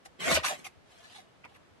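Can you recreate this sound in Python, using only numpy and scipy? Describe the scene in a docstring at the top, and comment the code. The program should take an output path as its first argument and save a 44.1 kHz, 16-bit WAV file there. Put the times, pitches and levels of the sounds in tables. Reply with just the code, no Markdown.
"""Paper trimmer on a craft table

Close up in a quiet room, on a pair of microphones. The lever blade shears down through paper and drags
back up, its edge sticking and slipping: fibres crunch, steel rings, the plastic base and table resonate.
Then a hand nudges and slides the paper, over a steady hush of room air."""
import sys
import numpy as np
from scipy import signal
from scipy.fft import rfft, irfft
from scipy.io import wavfile
from scipy.ndimage import uniform_filter1d

SR = 44100
rng = np.random.default_rng(int(sys.argv[2]) if len(sys.argv) > 2 else 0)


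def wav_record(signal):
    """Record a signal, one row per channel, as 16-bit PCM in the file named by sys.argv[1]."""
    frames = np.transpose(np.atleast_2d(signal))
    bounded = np.clip(frames, -1, 1)
    # unit amplitude maps onto the largest positive 16-bit level
    quanta = np.round(bounded * 32767).astype(np.int16)
    wavfile.write(sys.argv[1], SR, quanta)


N = 79380
TIME_S = np.arange(N) / SR

# Blade travel down and back up, in stretches; base, table, thud and fizz are relative to level_db:
# time_s, level_db, base_db, base_pitch_hz, table_db, thud_db, fizz_db
BLADE_TRAVEL = [
    [(0.185, -70.5, -1, 660, 13, -9, -22), (0.203, -43.5, -26, 685, -8.5, -42, -10),
     (0.253, -36.5, -7.5, 580, -9, -37, -11), (0.266, -36, -1.5, 636, -13, -30, -7.5),
     (0.276, -34.5, -8.5, 634, -2, -16, -11), (0.304, -31.5, 3.5, 607, -7.5, -13, -8),
     (0.319, -28, -5, 639, -6.5, -26, -7), (0.33, -29.5, 1.5, 647, -0.5, -9.5, -9)],
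    [(0.334, -34, 2, 648, -1.5, -13, -5), (0.344, -30.5, -8, 640, -5.5, -5, -2.5),
     (0.356, -33, -26, 655, -39, -14, -3.5), (0.364, -29, -6, 606, -32, -12, -5)],
    [(0.368, -30.5, -17, 613, -10, -18, -15), (0.374, -27.5, -1.5, 625, -20, -17, -25)],
    [(0.377, -33.5, 0, 645, -15, -21, -16), (0.382, -33, -5, 630, -2.5, -4, -20)],
    [(0.386, -38.5, -9, 604, -11.5, -6, -22), (0.412, -49.5, -4, 603, -19, -8.5, -47),
     (0.425, -56, 9, 570, -16, -10, -29)],
    [(0.431, -41.5, -11, 810, -28, -17, -17), (0.449, -30, -21, 810, -29, -27, -9.5),
     (0.475, -37, -32, 770, -28, -36, -3), (0.505, -38.5, 2.5, 747, -29, -41, -5.5)],
    [(0.51, -42, 1, 700, -27, -29, -6), (0.53, -45, 5, 731, -12, -32, -4.5),
     (0.552, -49.5, 1, 690, -11, -42, -9), (0.57, -58.5, -1.5, 700, -6, -29, -7.5),
     (0.592, -57.5, -27, 680, 2, -39, -4), (0.602, -59.5, -25, 710, -0.5, -18, -7),
     (0.628, -64, 0, 725, 0, -19, -8), (0.64, -59, -17, 730, -8, -1, -17)],
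]
# Fibres parting under the edge: frequency_hz, density_db
SCRAPE_SPECTRUM = [(180, -52), (300, -16.5), (471, -21), (528, -12.5), (666, -4.5), (800, -4), (1000, -1.5),
                   (1400, -2.5), (2150, -1), (4500, -9.5), (6500, -21.5), (8450, -29), (14300, -120)]
# Steel rubbing on steel: frequency_hz, density_db
FIZZ_SPECTRUM = [(2940, -21), (5000, -4), (5760, 0.5), (6270, 2), (11300, -5), (14100, -21.5), (15500, -58)]
# Blade modes, each driven hardest as the biting point passes: pitch_hz, width_hz, gain_db, peak_s
BLADE_MODES = [(3220, 260, 14.5, 0.197), (1860, 370, 15, 0.25), (3780, 150, 5, 0.29), (7100, 640, 6, 0.285),
               (2220, 190, 21, 0.304), (4040, 790, 6, 0.3175), (5590, 275, 8, 0.355),
               (3670, 630, -7, 0.272), (8400, 600, -18, 0.8), (1590, 160, -9, 0.39), (3750, 350, 7, 0.369),
               (1070, 510, 10, 0.4), (1430, 460, 9, 0.427), (2400, 300, 11.5, 0.449),
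               (5580, 260, 10, 0.455), (2260, 260, 16, 0.478)]
# Plastic base: pitch_ratio, width_hz, gain_db
BASE_MODES = [(0.618, 133, -11), (0.858, 69, 2), (1.04, 57, 2), (1.11, 60, -30)]
# Table top: pitch_hz, width_hz, gain_db
TABLE_MODES = [(177, 44, 7.5), (276, 178, 5.5), (367, 56, 5), (446, 98, -6)]
# Table frame, the deep thud: pitch_hz, width_hz, gain_db
FRAME_MODES = [(72, 8.7, -6), (84.7, 34, -1)]
# Sharp cracks with knocks on the base, from hard catches of the edge and from the hand's nudges of the paper:
# start_s, crack_db, crack_hz, knock_db, knock_hz
CRUNCHES = [(0.0575, -49, 2020, -39, 780), (0.2728, -33, 2130, -23, 662),
            (0.3115, -24, 2120, -18.5, 680), (0.3185, -27, 4130, -20.5, 559),
            (0.328, -34, 3600, -26, 663), (0.3516, -20, 3430, -27.5, 650),
            (0.356, -29.5, 5500, -40, 660), (0.3691, -24, 1920, -48, 600),
            (0.3735, -33.5, 3630, -21.5, 645), (0.4473, -25, 2340, -33, 1040),
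            (0.461, -23, 2360, -32.5, 600), (0.481, -23.5, 2200, -54, 704),
            (0.5105, -36, 2190, -28, 773), (0.6645, -40, 2500, -38, 765),
            (1.4476, -49.5, 3540, -57, 444), (1.454, -50.5, 1480, -45, 1010)]
# Paper sliding over the base: time_s, level_db, base_db (relative to level_db), base_pitch_hz
PAPER_TRAVEL = [(0.84, -105, -22, 658), (0.858, -74.5, -9, 700), (0.924, -64, -20, 745),
                (0.962, -67, -9, 680), (0.992, -60.5, -0.5, 657), (1.026, -65.5, -14, 680),
                (1.044, -58.5, -39, 677), (1.068, -61, -1.5, 650), (1.084, -64, -23, 710),
                (1.104, -59.5, -15, 666), (1.142, -58, -20, 810), (1.166, -54.5, 4, 854),
                (1.204, -60.5, -0.5, 685), (1.276, -85.5, 10.5, 674), (1.284, -78, -10, 676),
                (1.3, -88, -18, 672)]
# Hiss of sliding paper: frequency_hz, density_db
HISS_SPECTRUM = [(290, -75), (500, -16.5), (823, -12.5), (922, -11), (1610, -15.5), (1720, -5),
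                 (1880, -14.5), (3560, -12), (7000, -21), (11000, -26), (12500, -38), (15000, -48)]
# Modes of the sliding sheet: pitch_hz, width_hz, gain_db, best_contact_s
SHEET_MODES = [(2940, 190, 1, 1.3), (1723, 53, 7, 1.037), (3980, 420, -9, 1.05), (3110, 76, -6, 1.116),
               (3580, 1200, -11.5, 1.17), (2190, 430, -4.5, 1.19)]
# Pushes of the hand on the paper: start_s, length_s, sheet_db, fade_db, from_hz, to_hz, sheet_width_hz,
# base_db, base_hz, base_width_hz, rustle_db, thump_db
PAPER_NUDGES = [(0.053, 0.0056, -68.5, 6, 1890, 1700, 1400, -59.5, 704, 169, -56.5, -67),
                (0.645, 0.027, -49.5, 1, 2910, 2270, 820, -58.5, 750, 172, -49.5, -68),
                (0.753, 0.01, -90, -14, 2080, 2080, 1396, -71, 606, 200, -89, -50.5),
                (1.44, 0.018, -50.5, -3.5, 2250, 2150, 400, -52.5, 1000, 800, -82, -64),
                (1.492, 0.053, -72, -4, 3340, 3000, 1410, -69, 780, 300, -76, -84),
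                (1.546, 0.019, -65, 5, 2780, 1600, 1800, -68, 1170, 200, -71, -68),
                (1.703, 0.0082, -83, -8, 1500, 1500, 1390, -91, 450, 300, -96, -58.5)]
# Rustle of a nudge: frequency_hz, density_db
RUSTLE_SPECTRUM = [(590, -33), (1000, 2), (1590, -10), (2530, -9), (3980, -7), (11000, -13.5), (15000, -32)]
# Room air: frequency_hz, density_db
ROOM_SPECTRUM = [(15, -47), (25, -6), (107, -4), (320, -7), (519, -8), (594, -7.5), (736, -9.5), (889, -12),
                 (1740, -15), (2670, -19.5), (2900, -19.5), (4110, -23.5), (11000, -36.5), (15300, -53)]


def blade():
    """The edge sticks and slips, shaking blade and table; returns that and the plastic base apart."""
    travel = sum(BLADE_TRAVEL, [])
    level_db = curve(travel, 1)
    fine, catches = slips(per_s=5000, spread_db=2), slips(per_s=1500, spread_db=2.66)
    scrape = gain_of(level_db) * coloured(fine, SCRAPE_SPECTRUM)
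    bite = contact(BLADE_MODES, reach_s=0.012)
    steel = struck(fine, gain_of(level_db + 4.5) * bite, BLADE_MODES)
    rubbing = coloured(slips(per_s=11000, spread_db=3), FIZZ_SPECTRUM)
    fizz = gain_of(level_db + curve(travel, 6)) * rubbing
    base = pressed(catches, level_db + curve(travel, 2), BASE_MODES, curve(travel, 3, outside=650))
    table = pressed(catches, level_db + curve(travel, 4), TABLE_MODES)
    thud = pressed(catches, level_db + curve(travel, 5), FRAME_MODES)
    return scrape + steel + fizz + filtered(table, "high", hz=134) + thud, base


def crunches(crack_fall_s=0.004, crack_width_hz=900, knock_rise_s=0.002, knock_t60_s=0.04):
    """Each crunch, from the edge or a nudge: a burst of splinters around one pitch and a short ring of the
    base."""
    cracks, knocks, t = np.zeros(N), np.zeros(N), TIME_S[:4000]
    for start_s, crack_db, crack_hz, knock_db, knock_hz in CRUNCHES:
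        at = round(start_s * SR)
        band = signal.iirpeak(crack_hz, crack_hz / crack_width_hz, SR)
        burst = signal.lfilter(*band, rng.standard_normal(len(t))) * np.exp(-t / crack_fall_s)
        cracks[at:at + len(t)] += gain_of(crack_db) * burst / abs(burst).max()
        swing = (1 - np.exp(-t / knock_rise_s)) * np.sin(2 * np.pi * knock_hz * t)
        knocks[at:at + len(t)] += gain_of(knock_db - 60 * t / knock_t60_s) * swing
    return cracks, knocks


def paper_slide():
    """Paper hisses over the base in fine grains that ring both sheet and plastic."""
    grains, level_db = slips(per_s=6000, spread_db=3.4), curve(PAPER_TRAVEL, 1)
    hiss = gain_of(level_db) * coloured(grains, HISS_SPECTRUM)
    touch = contact(SHEET_MODES, reach_s=0.02)
    sheet = struck(grains, gain_of(level_db + 4.5) * touch, SHEET_MODES)
    base_db, base_hz = level_db + curve(PAPER_TRAVEL, 2), curve(PAPER_TRAVEL, 3, outside=670)
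    return hiss + sheet + struck(grains, gain_of(base_db), [(1, 98, 0)], base_hz)


def paper_nudges(rise_s=0.003, fall_s=0.006):
    """Short scuffs: rustle, a sheet resonance, a knock of the base and a thump in the table."""
    grains, out = slips(per_s=7000, spread_db=1.3), 0
    rustle = coloured(grains, RUSTLE_SPECTRUM)
    for (start_s, length_s, sheet_db, fade_db, from_hz, to_hz, sheet_width_hz,
         base_db, base_hz, base_width_hz, rustle_db, thump_db) in PAPER_NUDGES:
        age_s = TIME_S - start_s
        progress = np.clip(age_s / length_s, 0, 1)
        envelope = np.exp(np.minimum(age_s, 0) / rise_s - np.maximum(age_s - length_s, 0) / fall_s)
        envelope *= gain_of(fade_db * progress)
        scuff = grains * envelope
        sheet = ring(scuff, [(0.98, sheet_width_hz, 0)], from_hz + (to_hz - from_hz) * progress)
        base = ring(scuff * progress ** 0.12, [(base_hz, base_width_hz, 0), (base_hz * 0.52, 200, -4)])
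        thump = ring(scuff, [(91, 50, 0)])
        parts = [(rustle_db, envelope * rustle), (sheet_db, sheet), (base_db, base), (thump_db, thump)]
        out += np.std(envelope) * sum(gain_of(db) * unit_rms(part) for db, part in parts)
    return out


def reflections(t60_s):
    """Sparse, dying echoes of random sign, a different set at each microphone."""
    echoes = np.zeros((2, 12000))
    at = np.arange(0, 12000, 12) + rng.integers(0, 12, (2, 1000))
    np.put_along_axis(echoes, at, rng.choice([-1., 1.], at.shape), 1)
    echoes *= gain_of(-60 * TIME_S[:12000] / t60_s)
    return echoes / np.linalg.norm(echoes, axis=1, keepdims=True)


def space(x, paths=12, shift_s=0.03, crossover_hz=99):
    """Close reflections shift as hand and blade move; both microphones share the bass."""
    out = mic_pair(filtered(x, "low", crossover_hz), lag_s=0.0022)
    upper = filtered(x, "high", crossover_hz)
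    for k in range(paths):
        distance = abs((TIME_S / shift_s - k + 1) % paths - 1)
        crossfade = np.cos(np.pi / 2 * np.minimum(distance, 1))
        response = reflections(t60_s=0.024) + gain_of(-16) * reflections(t60_s=0.21)
        out += signal.fftconvolve((upper * crossfade)[None], response, axes=1)[:, :N]
    return out


def room_air(level_db=-60.5, drift_db=0.2):
    """Steady air noise, unrelated in the two microphones, drifting slightly in level."""
    drift = unit_rms(uniform_filter1d(rng.standard_normal(N), 3000))
    air = np.array([coloured(noise, ROOM_SPECTRUM) for noise in rng.standard_normal((2, N))])
    return gain_of(level_db + drift_db * drift) * air


def slips(per_s, spread_db):
    """Friction as random clicks of uneven size."""
    size = gain_of(spread_db * np.minimum(rng.exponential(1, N), 4)) * rng.choice([-1., 1.], N)
    return unit_rms(size * (rng.random(N) < per_s / SR))


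def contact(modes, reach_s):
    """How strongly each mode is driven as the point of contact passes by."""
    peak_s = np.array(modes)[:, 3:]
    return np.exp(-0.5 * ((TIME_S - peak_s) / reach_s) ** 2)


def ring(drive, modes, pitch=1):
    """Summed resonances (frequency, width_hz, gain_db); pitch multiplies each frequency."""
    out, drives = 0, drive * np.ones((len(modes), 1))
    for push, (frequency, width_hz, db, *_) in zip(drives, modes):
        carrier = np.exp(2j * np.pi * np.cumsum(frequency * pitch * np.ones(N)) / SR)
        pole = np.exp(-np.pi * width_hz / SR)
        amplitude = signal.lfilter([(1 - pole) ** 2], [1, -2 * pole, pole * pole], push / carrier)
        out += gain_of(db) * 2 * (carrier * amplitude).real
    return out


def struck(clicks, gain, modes, pitch=1):
    """Clicks under a gain curve set modes ringing freely."""
    return ring(clicks * gain, modes, pitch) / np.std(ring(clicks, modes, np.mean(pitch)))


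def pressed(clicks, level_db, modes, pitch=1, steady_s=0.021):
    """A body kept ringing by steady pressure: its loudness follows the level curve."""
    body = ring(clicks, modes, pitch)
    power = abs(uniform_filter1d(body ** 2, round(steady_s * SR)))
    return gain_of(level_db) * body / np.sqrt(power + 1e-20)


def coloured(x, spectrum):
    """Gives x a spectrum that falls away beyond its ends, at rms 1."""
    hz, db = np.transpose(spectrum)
    log_hz = np.log(np.fft.rfftfreq(N, 1 / SR) + 1)
    beyond = np.maximum(np.log(hz[0]) - log_hz, 0) + np.maximum(log_hz - np.log(hz[-1]), 0)
    shape_db = np.interp(log_hz, np.log(hz), db) - 23.6 * beyond
    return unit_rms(irfft(rfft(x) * gain_of(shape_db), N))


def curve(rows, column, outside=-120):
    """One column of a table, interpolated over time."""
    columns = np.transpose(rows)
    return np.interp(TIME_S, columns[0], columns[column], outside, outside)


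def mic_pair(x, lag_s):
    """Sound reaches the left microphone first, the right lag_s later."""
    return np.array([x, np.interp(TIME_S - lag_s, TIME_S, x)])


def filtered(x, kind, hz, order=2):
    """Low-pass or high-pass."""
    return signal.sosfilt(signal.butter(order, hz, kind, fs=SR, output="sos"), x)


def gain_of(db):
    """dB to gain."""
    return 10 ** (np.asarray(db) / 20)


def unit_rms(x):
    """Scales to rms 1."""
    return x / np.sqrt(np.mean(x ** 2) + 1e-20)


def scene():
    """Trimmer and paper close by, room air behind; the base reaches the microphones almost directly."""
    edge, base = blade()
    cracks, knocks = crunches()
    plastic = base + knocks
    scattered = edge + cracks + gain_of(-10) * plastic + paper_slide() + paper_nudges()
    return gain_of(3.5) * space(scattered) + mic_pair(plastic, lag_s=0.00025) + room_air()


def record(dry):
    """The microphones cut the bass and pass nothing much above 15.5 kHz."""
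    bass_cut = filtered(dry, "high", hz=61, order=3)
    band_limit = signal.firwin(511, 15500, window=("kaiser", 9), fs=SR)
    return signal.oaconvolve(bass_cut, band_limit[None], "same")


dry = scene()
out = record(dry)
wav_record(out)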